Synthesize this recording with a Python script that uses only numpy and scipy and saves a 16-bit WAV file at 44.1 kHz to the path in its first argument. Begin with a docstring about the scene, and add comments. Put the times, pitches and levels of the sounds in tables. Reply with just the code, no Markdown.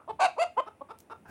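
"""A grass pen with chickens, before a quiet outdoor background and short echoes from fence and trees.
A rooster clucks and gives two longer squawks, the first raspy, the second clear; a hen answers with softer
clucks and another whines far off. Each voice is a train of syrinx pulses ringing a throat filter, plus rasp.
Feet pad on soil, brush the grass and snap a dry leaf: shaped noise. Echoes are delays and a scattered tail."""
import sys
import numpy as np
from scipy import signal
from scipy.fft import rfft, irfft, next_fast_len
from scipy.io import wavfile
from scipy.ndimage import uniform_filter1d

SR = 44100
rng = np.random.default_rng(int(sys.argv[2]) if len(sys.argv) > 2 else 0)


def dump_mix(stems):
    """Bounce the given channels to the path in sys.argv[1] as a 16-bit WAV at rate SR."""
    frames = np.atleast_2d(stems).T  # one column per channel
    limited = np.clip(frames, -1, 1)  # hard clip at full scale
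    pcm = np.round(limited * 32767).astype(np.int16)
    wavfile.write(sys.argv[1], SR, pcm)


N = 57330
T = np.arange(N) / SR  # s
CUTOFF_HZ = 15900  # upper edge of the harmonics and of the finished sound
TREBLE_HZ = 1560  # corner above which effort brightens a voice and the ground reflects

# Turbulent rasp of both squawks, relative spectrum [f/Hz, level/dB]
RASP_SPECTRUM = [(280, -38.5), (450, -16), (650, -4), (950, 4), (1150, -10), (1350, -21), (1550, -2),
                 (1820, -25), (2250, -13), (2650, -9), (3250, -18), (3900, -16), (4700, -17.5), (5400, -26),
                 (6300, -16.5), (9600, -28.5), (12500, -46), (16000, -56.5)]
# Course of the raspy squawk [t/s, pitch f/Hz, level/dB, treble level/dB, roughness level/dB]
RASPY_COURSE = [(.1925, 1052, -39, -12, -0.5), (.1955, 719, -29.5, -6.5, -1.5), (.2, 569.5, -27, -5.5, 1),
                (.206, 627.7, -26.5, 0, 5.5), (.213, 719.4, -23, -1, 2), (.224, 755, -20.5, 0, 0.5),
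                (.238, 780.5, -20.5, -0.5, 0.5), (.254, 742.4, -21, 2.5, -2), (.263, 673, -23, 2.5, -7),
                (.269, 635, -27.5, 4.5, -4)]
# Throat resonances of the raspy squawk [f/Hz, level/dB]
RASPY_RESONANCES = [(300, -26.5), (520, -4.5), (760, -0.5), (1150, 0), (1330, -19), (1520, -11),
                    (1850, -21), (2250, -18), (2650, -10), (3250, -35), (3850, -23.5), (4700, -24.5),
                    (5400, -42), (6600, -36.5), (9600, -37.5), (12500, -54.5), (16000, -62)]


def raspy_squawk():
    """Subharmonics and turbulence: strongly uneven cycles and loud rasp roughen the rooster's call."""
    quality = dict(jitter=0.06, half_db=-8.5, rasp_db=-10, shimmer=0.0871)
    return long_call(RASPY_COURSE, RASPY_RESONANCES, quality, RASP_SPECTRUM)


# Course of the clear squawk [t/s, pitch f/Hz, level/dB, treble level/dB, roughness level/dB]
CLEAR_COURSE = [(.3675, 299.2, -41, -15, 5), (.372, 337, -43, -13, 4), (.379, 446.8, -38.5, -12, 10),
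                (.384, 495.7, -29, -7.5, 8.5), (.391, 589.7, -26.5, -7.5, 1), (.398, 656, -26.5, 4, -12.5),
                (.412, 668, -24, 1, -10), (.42, 686, -22.5, 1, 1.5), (.433, 685.5, -23.5, 2, 2),
                (.44, 655, -24, -2.5, 2), (.446, 610, -35, -2, 3)]
# Throat resonances of the clear squawk [f/Hz, level/dB]
CLEAR_RESONANCES = [(300, -17), (500, -3), (680, 0), (1000, -1), (1350, -15), (1650, -34), (2050, -16.5),
                    (2650, -14.5), (3300, -29.5), (4050, -37.5), (4620, -21.5), (5400, -47.5),
                    (6500, -38.5), (7450, -28.5), (8500, -56.5), (9400, -32), (11000, -45.5),
                    (12200, -76.5), (16000, -49)]


def clear_squawk():
    """Harmonic excitation: steadier cycles and fainter rasp leave the rooster's harmonics plain."""
    quality = dict(jitter=0.03, half_db=-22, rasp_db=-18, shimmer=0.0321)
    return long_call(CLEAR_COURSE, CLEAR_RESONANCES, quality, RASP_SPECTRUM)


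ROOSTER_QUALITY = dict(jitter=0.04, half_db=-24.5, rasp_db=-24, shimmer=0.12)  # terms as in voice()
# Course of the loudest cluck [t/s, pitch f/Hz, level/dB, treble level/dB, roughness level/dB]
LOUD_COURSE = [(.568, 380.1, -40, -1, 7.5), (.574, 456.1, -29, -3, 3), (.58, 494.3, -22, -0.5, -3.5),
               (.59, 506.8, -22.5, -5, 2), (.596, 500, -22, 2.5, 1.5), (.6, 596, -27, 5.5, 21),
               (.605, 620, -28, 6.5, 7.5), (.611, 592, -39, 4, 3)]
# Throat resonances of the loudest cluck [f/Hz, level/dB]
LOUD_RESONANCES = [(260, -14.5), (480, -10.5), (600, -4.5), (760, -2), (1020, 2), (1220, -11.5),
                   (1520, -21.5), (1780, -34), (2050, -21.5), (2350, -33), (3080, -24), (3900, -51),
                   (4600, -43.5), (5800, -54), (7400, -47.5), (9000, -55.5), (16000, -70)]


def loud_cluck():
    """Register break: the pitch of the rooster's loudest cluck leaps upward near its end."""
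    return long_call(LOUD_COURSE, LOUD_RESONANCES, ROOSTER_QUALITY, LOUD_RESONANCES)


# The rooster's soft clucks [t/s, length t/s, first pitch f/Hz, top pitch f/Hz, pitch rise t/s,
# swollen level/dB, swell level/dB, treble level/dB, throat tuning/ratio]
ROOSTER_ROWS = [(.0765, 0.037, 296.5, 435, 0.022, -31.5, 12.5, -2, 1.0),
                (.808, 0.015, 265.8, 281, 0.0062, -37, 9, -10, 0.98)]
# Throat resonances of the rooster's soft clucks, before tuning [f/Hz, level/dB]
ROOSTER_RESONANCES = [(270, -8.5), (440, -11), (560, -1), (720, 3), (820, -11), (890, -0.5), (1100, 2),
                      (1330, -26), (2200, -33), (3500, -29), (5000, -45.5), (7200, -60), (8000, -39),
                      (9500, -61), (16000, -67)]


def rooster_clucks():
    """Source and filter: short pulse trains of gliding pitch ring the rooster's throat."""
    return clucks(ROOSTER_ROWS, ROOSTER_RESONANCES, ROOSTER_QUALITY)


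# The hen's clucks [t/s, length t/s, first pitch f/Hz, top pitch f/Hz, pitch rise t/s,
# swollen level/dB, swell level/dB, treble level/dB, throat tuning/ratio]
HEN_ROWS = [(.659, 0.029, 290, 433.3, 0.017, -42, 13.5, -1.9, 1.01),
            (.887, 0.034, 285, 451, 0.027, -41.5, 15.2, 0.11, 0.96),
            (1.098, 0.034, 275, 456.9, .021, -41.5, 7.9, -0.9, 1.013)]
# Throat resonances of the hen, before tuning [f/Hz, level/dB]
HEN_RESONANCES = [(280, -6), (440, -8), (650, -7), (900, -3.5), (1350, 0), (1750, -20), (2150, -24.5),
                  (2700, -20), (3200, -32), (3700, -21.5), (4400, -36.5), (5300, -26.5), (6200, -42),
                  (8300, -44), (9500, -34.5), (11500, -48), (16000, -57)]


def hen_clucks():
    """Source and filter: softer pulse trains with more rasp ring the hen's throat."""
    quality = dict(jitter=0.04, half_db=-15, rasp_db=-5, shimmer=0.1249)
    return clucks(HEN_ROWS, HEN_RESONANCES, quality)


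# Course of the far hen's whine [t/s, pitch f/Hz, level/dB, treble level/dB, roughness level/dB]
WHINE_COURSE = [(1.248, 770, -72, -8, 1.5), (1.257, 801, -50, -15, -4.5), (1.28, 817, -55.5, -5, -1),
                (1.3, 775, -53.5, 6, 1)]
# Throat resonances of the far hen [f/Hz, level/dB]
WHINE_RESONANCES = [(400, -9), (800, -4), (1200, -9.5), (1600, 3), (2000, -21), (2500, -10), (3200, -29),
                    (5000, -21), (16000, -58)]


def far_whine():
    """Irregular oscillation: large jitter, half-harmonics and shimmer in a faint call."""
    quality = dict(jitter=0.2, half_db=-4, rasp_db=-4.5, shimmer=0.36)
    return long_call(WHINE_COURSE, WHINE_RESONANCES, quality, WHINE_RESONANCES)


def long_call(course, throat, quality, rasp_colour):
    """Continuous modulation: pitch, level, treble and roughness glide between the points of a course."""
    s, hz, db, treble_db, rough_db = np.transpose(course)
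    outside = np.maximum(s[0] - T, 0) + np.maximum(T - s[-1], 0)
    gain = from_db(np.interp(T, s, db)) * np.exp(-outside / 0.0017)
    pitch = np.interp(T, s, hz)
    treble = np.interp(T, s, treble_db)
    roughness = np.interp(T, s, rough_db)
    return voice(pitch, gain, throat, quality, rasp_colour, treble, roughness)


def clucks(rows, throat, quality):
    """Envelope shaping: each cluck starts low, swells as its pitch climbs, and is cut off."""
    attack_s, release_s = 0.0014, 0.0029
    swell_share = 0.62  # part of the length spent swelling
    beak_db_per_s, beak_lead_s = 598, 0.0049  # the beak closes toward the end and takes the treble away
    out = 0
    for start, length, first_hz, top_hz, rise, db, swell_db, treble_db, tuning in rows:
        t = T - start
        climb = np.sin(np.pi / 2 * np.clip(t / rise, 0, 1)) ** 2
        pitch = first_hz + (top_hz - first_hz) * climb
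        swell = from_db(db - swell_db * (1 - np.clip(t / (swell_share * length), 0, 1)))
        attack = np.clip(t / attack_s + 0.5, 0, 1)
        release = np.exp(-np.maximum(t - length, 0) / release_s)
        closing_db = beak_db_per_s * np.maximum(t - length + beak_lead_s, 0)
        tuned = [(hz * tuning, level) for hz, level in throat]
        gain = swell * attack * release
        out = out + voice(pitch, gain, tuned, quality, tuned, treble_db - closing_db)
    return out


# Every throat passes little bass [f/Hz, level/dB]
BASS_LOSS = [(50, -62.5), (180, -39.5)]


def voice(pitch, gain, throat, quality, rasp_colour, treble_db, rough_db=0, count=44):
    """Source-filter principle: jittering syrinx pulses ring the throat, with half-harmonics and puffed rasp."""
    # roughness adds pitch jitter (share, rms), half-harmonics and rasp
    jitter = quality["jitter"] * from_db(rough_db / 2)
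    half_db = np.minimum(quality["half_db"] + rough_db, 0)
    rasp_db = quality["rasp_db"] + rough_db

    wobble, flutter = slow_noise(376), slow_noise(376)
    phase = 2 * np.pi * np.cumsum(pitch * (1 + jitter * wobble)) / SR
    sounding = gain > 1e-7
    k = np.arange(1, count + 1)[:, None]  # harmonic order
    smear = 0.2 * k ** 2  # rad; a soft syrinx spreads each pulse
    harmonics = np.cos(k * phase[sounding] - smear) * (k * pitch[sounding] < CUTOFF_HZ)
    pulses = np.zeros(N)
    pulses[sounding] = harmonics.sum(0)

    # cycles alternate strong and weak; the pattern slips by a wandering phase (rad)
    wander = 0.7 * slow_noise(90)
    uneven = 1 + from_db(half_db) * np.cos(phase / 2 + wander)
    tone = coloured(pulses * uneven, BASS_LOSS + throat)
    # level the tone to its running rms, then add shimmer (share, rms)
    power = uniform_filter1d(uniform_filter1d(tone ** 2, size=200), size=200)
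    tone = tone / np.sqrt(np.abs(power) + 1e-6) * (1 + quality["shimmer"] * flutter)

    # rasp comes in uneven spurts, spread in dB, and is puffed once a cycle
    spurts = from_db(3.5 * slow_noise(130))
    puffs = rng.standard_normal(N) * spurts * (1 + 0.53 * np.cos(phase))
    rasp = rms_one(coloured(puffs, BASS_LOSS + rasp_colour))
    sound = tone + from_db(rasp_db) * rasp

    # the treble grows faster than the effort, by 0.45 dB per dB
    bass = signal.sosfiltfilt(signal.butter(4, TREBLE_HZ, fs=SR, output="sos"), sound)
    effort = (gain / gain.max()) ** 0.45
    sound = bass + (sound - bass) * from_db(treble_db) * effort
    low_cut = signal.butter(3, 246, "high", fs=SR, output="sos")
    return signal.sosfilt(low_cut, gain * sound)


# Snaps of a dry leaf [t/s, level/dB, decay t/s]
LEAF_SNAPS = [(0.9878, -40, 0.00039), (.989, -55, 0.0015), (.992, -53, .0005), (1.0026, -53, 0.0018),
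              (1.0043, -41.5, 0.00037), (1.0073, -51, 0.0012)]
# Leaf and grass noise, relative spectrum [f/Hz, level/dB]
LEAF_SPECTRUM = [(500, -24), (2500, -4.5), (4200, -7.5), (6000, 2), (10000, 1), (13000, -1), (16000, 1.5)]
# Feet brushing through grass [t/s, brush level/dB, width t/s, thud level/dB]
FOOTFALLS = [(0.131, -82, 0.032, -56.5), (1.005, -64, 0.012, -69), (1.21, -83, 0.082, -64.5),
             (1.295, -65, 0.0098, -52)]
# A foot padding on soil, relative spectrum [f/Hz, level/dB]
THUD_SPECTRUM = [(25, -36), (70, -6.5), (170, -0.5), (260, -5), (600, -16), (2000, -40), (16000, -79)]


def footsteps():
    """Impact and friction: decaying noise snaps the leaf; bell-shaped swells pad the soil and brush the grass."""
    crackle, thud = noise(LEAF_SPECTRUM), noise(THUD_SPECTRUM)
    snaps = 0
    for s, db, decay in LEAF_SNAPS:
        snaps = snaps + from_db(db) * (T >= s) * np.exp(-np.abs(T - s) / decay)
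    steps = 0
    for s, brush_db, width, thud_db in FOOTFALLS:
        contact = from_db(brush_db) * crackle + from_db(thud_db) * thud
        steps = steps + contact * np.exp(-0.5 * ((T - s) / width) ** 2)
    return snaps * noise(LEAF_SPECTRUM) + steps


# Echoes from fence and trees [delay t/s, level/dB]
PEN_ECHOES = [(.0225, -18.5), (.034, -21), (0.052, -29)]
# Colour of the scattered tail, relative spectrum [f/Hz, level/dB]
TAIL_SPECTRUM = [(200, -9.5), (450, -17), (720, 0), (1150, -7.5), (2400, 7.5), (4500, 6), (8000, 3.5),
                 (16000, -4)]


def pen(x):
    """Reflection and scattering: a treble ground bounce, a few short echoes and a thin diffuse tail."""
    tail_db, tail_t60_s = -15, 0.28
    treble = x - low_pass(x, TREBLE_HZ, order=1)
    ground = from_db(-18.5) * delayed(treble, 0.0019)
    echoes = sum(from_db(db) * delayed(x, delay) for delay, db in PEN_ECHOES)
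    decay = from_db(-60 * T / tail_t60_s)
    onset = np.clip(T / 0.006, 0, 1)
    scatter = noise(TAIL_SPECTRUM) * decay * onset / np.sqrt(np.sum(decay ** 2))
    return ground + echoes + from_db(tail_db) * signal.fftconvolve(x, scatter)[:N]


# Echoes from trunk, bank and ladder, before dulling [delay t/s, level/dB]
TRUNK_ECHOES = [(.0265, -13.5), (.0345, -15.5), (.048, -22), (.066, -28.5), (.087, -30)]


def tree(x):
    """Low-pass reflection: dull echoes by the tree let the fundamental of a call ring on."""
    echoes = sum(from_db(db) * delayed(x, delay) for delay, db in TRUNK_ECHOES)
    return low_pass(echoes, 1130)


# Outdoor background, relative spectrum [f/Hz, level/dB]
AIR_SPECTRUM = [(20, -43.5), (40, -21.5), (60, -5.5), (85, 2.5), (130, -4.5), (250, -1.5), (450, -6.5),
                (800, -8), (1300, -18), (1800, -18.5), (2600, -20), (4000, -33), (7000, -35), (9000, -30.5),
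                (9800, -23), (10800, -41.5), (12500, -41), (16000, -33)]


def background():
    """Stationary noise and decay: slowly swelling open air, and the dying echo of an earlier cluck."""
    air_db, air_rise_db_per_s = -63.5, 1
    echo_db, echo_decay_s = -51, 0.031
    air = from_db(air_db + air_rise_db_per_s * T) * noise(AIR_SPECTRUM)
    echo = low_pass(noise(BASS_LOSS + HEN_RESONANCES), 1500)
    return air + from_db(echo_db) * np.exp(-T / echo_decay_s) * echo


def from_db(db):
    """Logarithmic level: decibels become an amplitude ratio."""
    return 10 ** (np.asarray(db) / 20)


def rms_one(x):
    """Normalisation: scales a signal to unit rms."""
    return x / np.sqrt(np.mean(x ** 2) + 1e-20)


def at_hz(points, hz):
    """Spectral envelope: gain interpolated in dB over log frequency."""
    f, db = np.transpose(points)
    return from_db(np.interp(np.log(np.maximum(hz, 1)), np.log(f), db))


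def low_pass(x, hz, order=2):
    """Low-pass filtering: dulls a sound above hz."""
    return signal.sosfilt(signal.butter(order, min(hz, SR / 2 - 1), fs=SR, output="sos"), x)


def slow_noise(hz):
    """Random modulation: low-passed noise of unit rms."""
    return rms_one(low_pass(rng.standard_normal(N), hz))


def noise(spectrum):
    """Spectral shaping: noise of the given colour and unit rms."""
    white = rfft(rng.standard_normal(N))
    return rms_one(irfft(white * at_hz(spectrum, np.fft.rfftfreq(N, 1 / SR)), N))


def coloured(x, spectrum):
    """Minimum phase: a causal filter of the given colour, so that its resonances ring."""
    size = next_fast_len(2 * N)
    cepstrum = irfft(np.log(at_hz(spectrum, np.fft.rfftfreq(size, 1 / SR))), size)
    # folding the cepstrum onto positive times makes the filter causal
    cepstrum[1:size // 2] *= 2
    cepstrum[size // 2 + 1:] = 0
    return irfft(rfft(x, size) * np.exp(rfft(cepstrum)), size)[:N]


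def delayed(x, seconds):
    """Propagation delay: the same sound, later."""
    return np.interp(T - seconds, T, x, left=0)


def scene():
    """Superposition: the birds, their steps, the reflections and the open air add up."""
    squawks = raspy_squawk() + clear_squawk()
    rooster = loud_cluck() + rooster_clucks()
    hens = hen_clucks() + far_whine()
    birds = squawks + rooster + hens + footsteps()
    # the squawking rooster and the hen stand by the tree
    return (birds + pen(birds) + tree(squawks + hens) + background())[None]


def record(dry):
    """Band limiting: a zero-phase elliptic filter cuts the top steeply."""
    return signal.sosfiltfilt(signal.ellip(10, 0.05, 70, CUTOFF_HZ, fs=SR, output="sos"), dry)


dry = scene()
out = record(dry)
dump_mix(out)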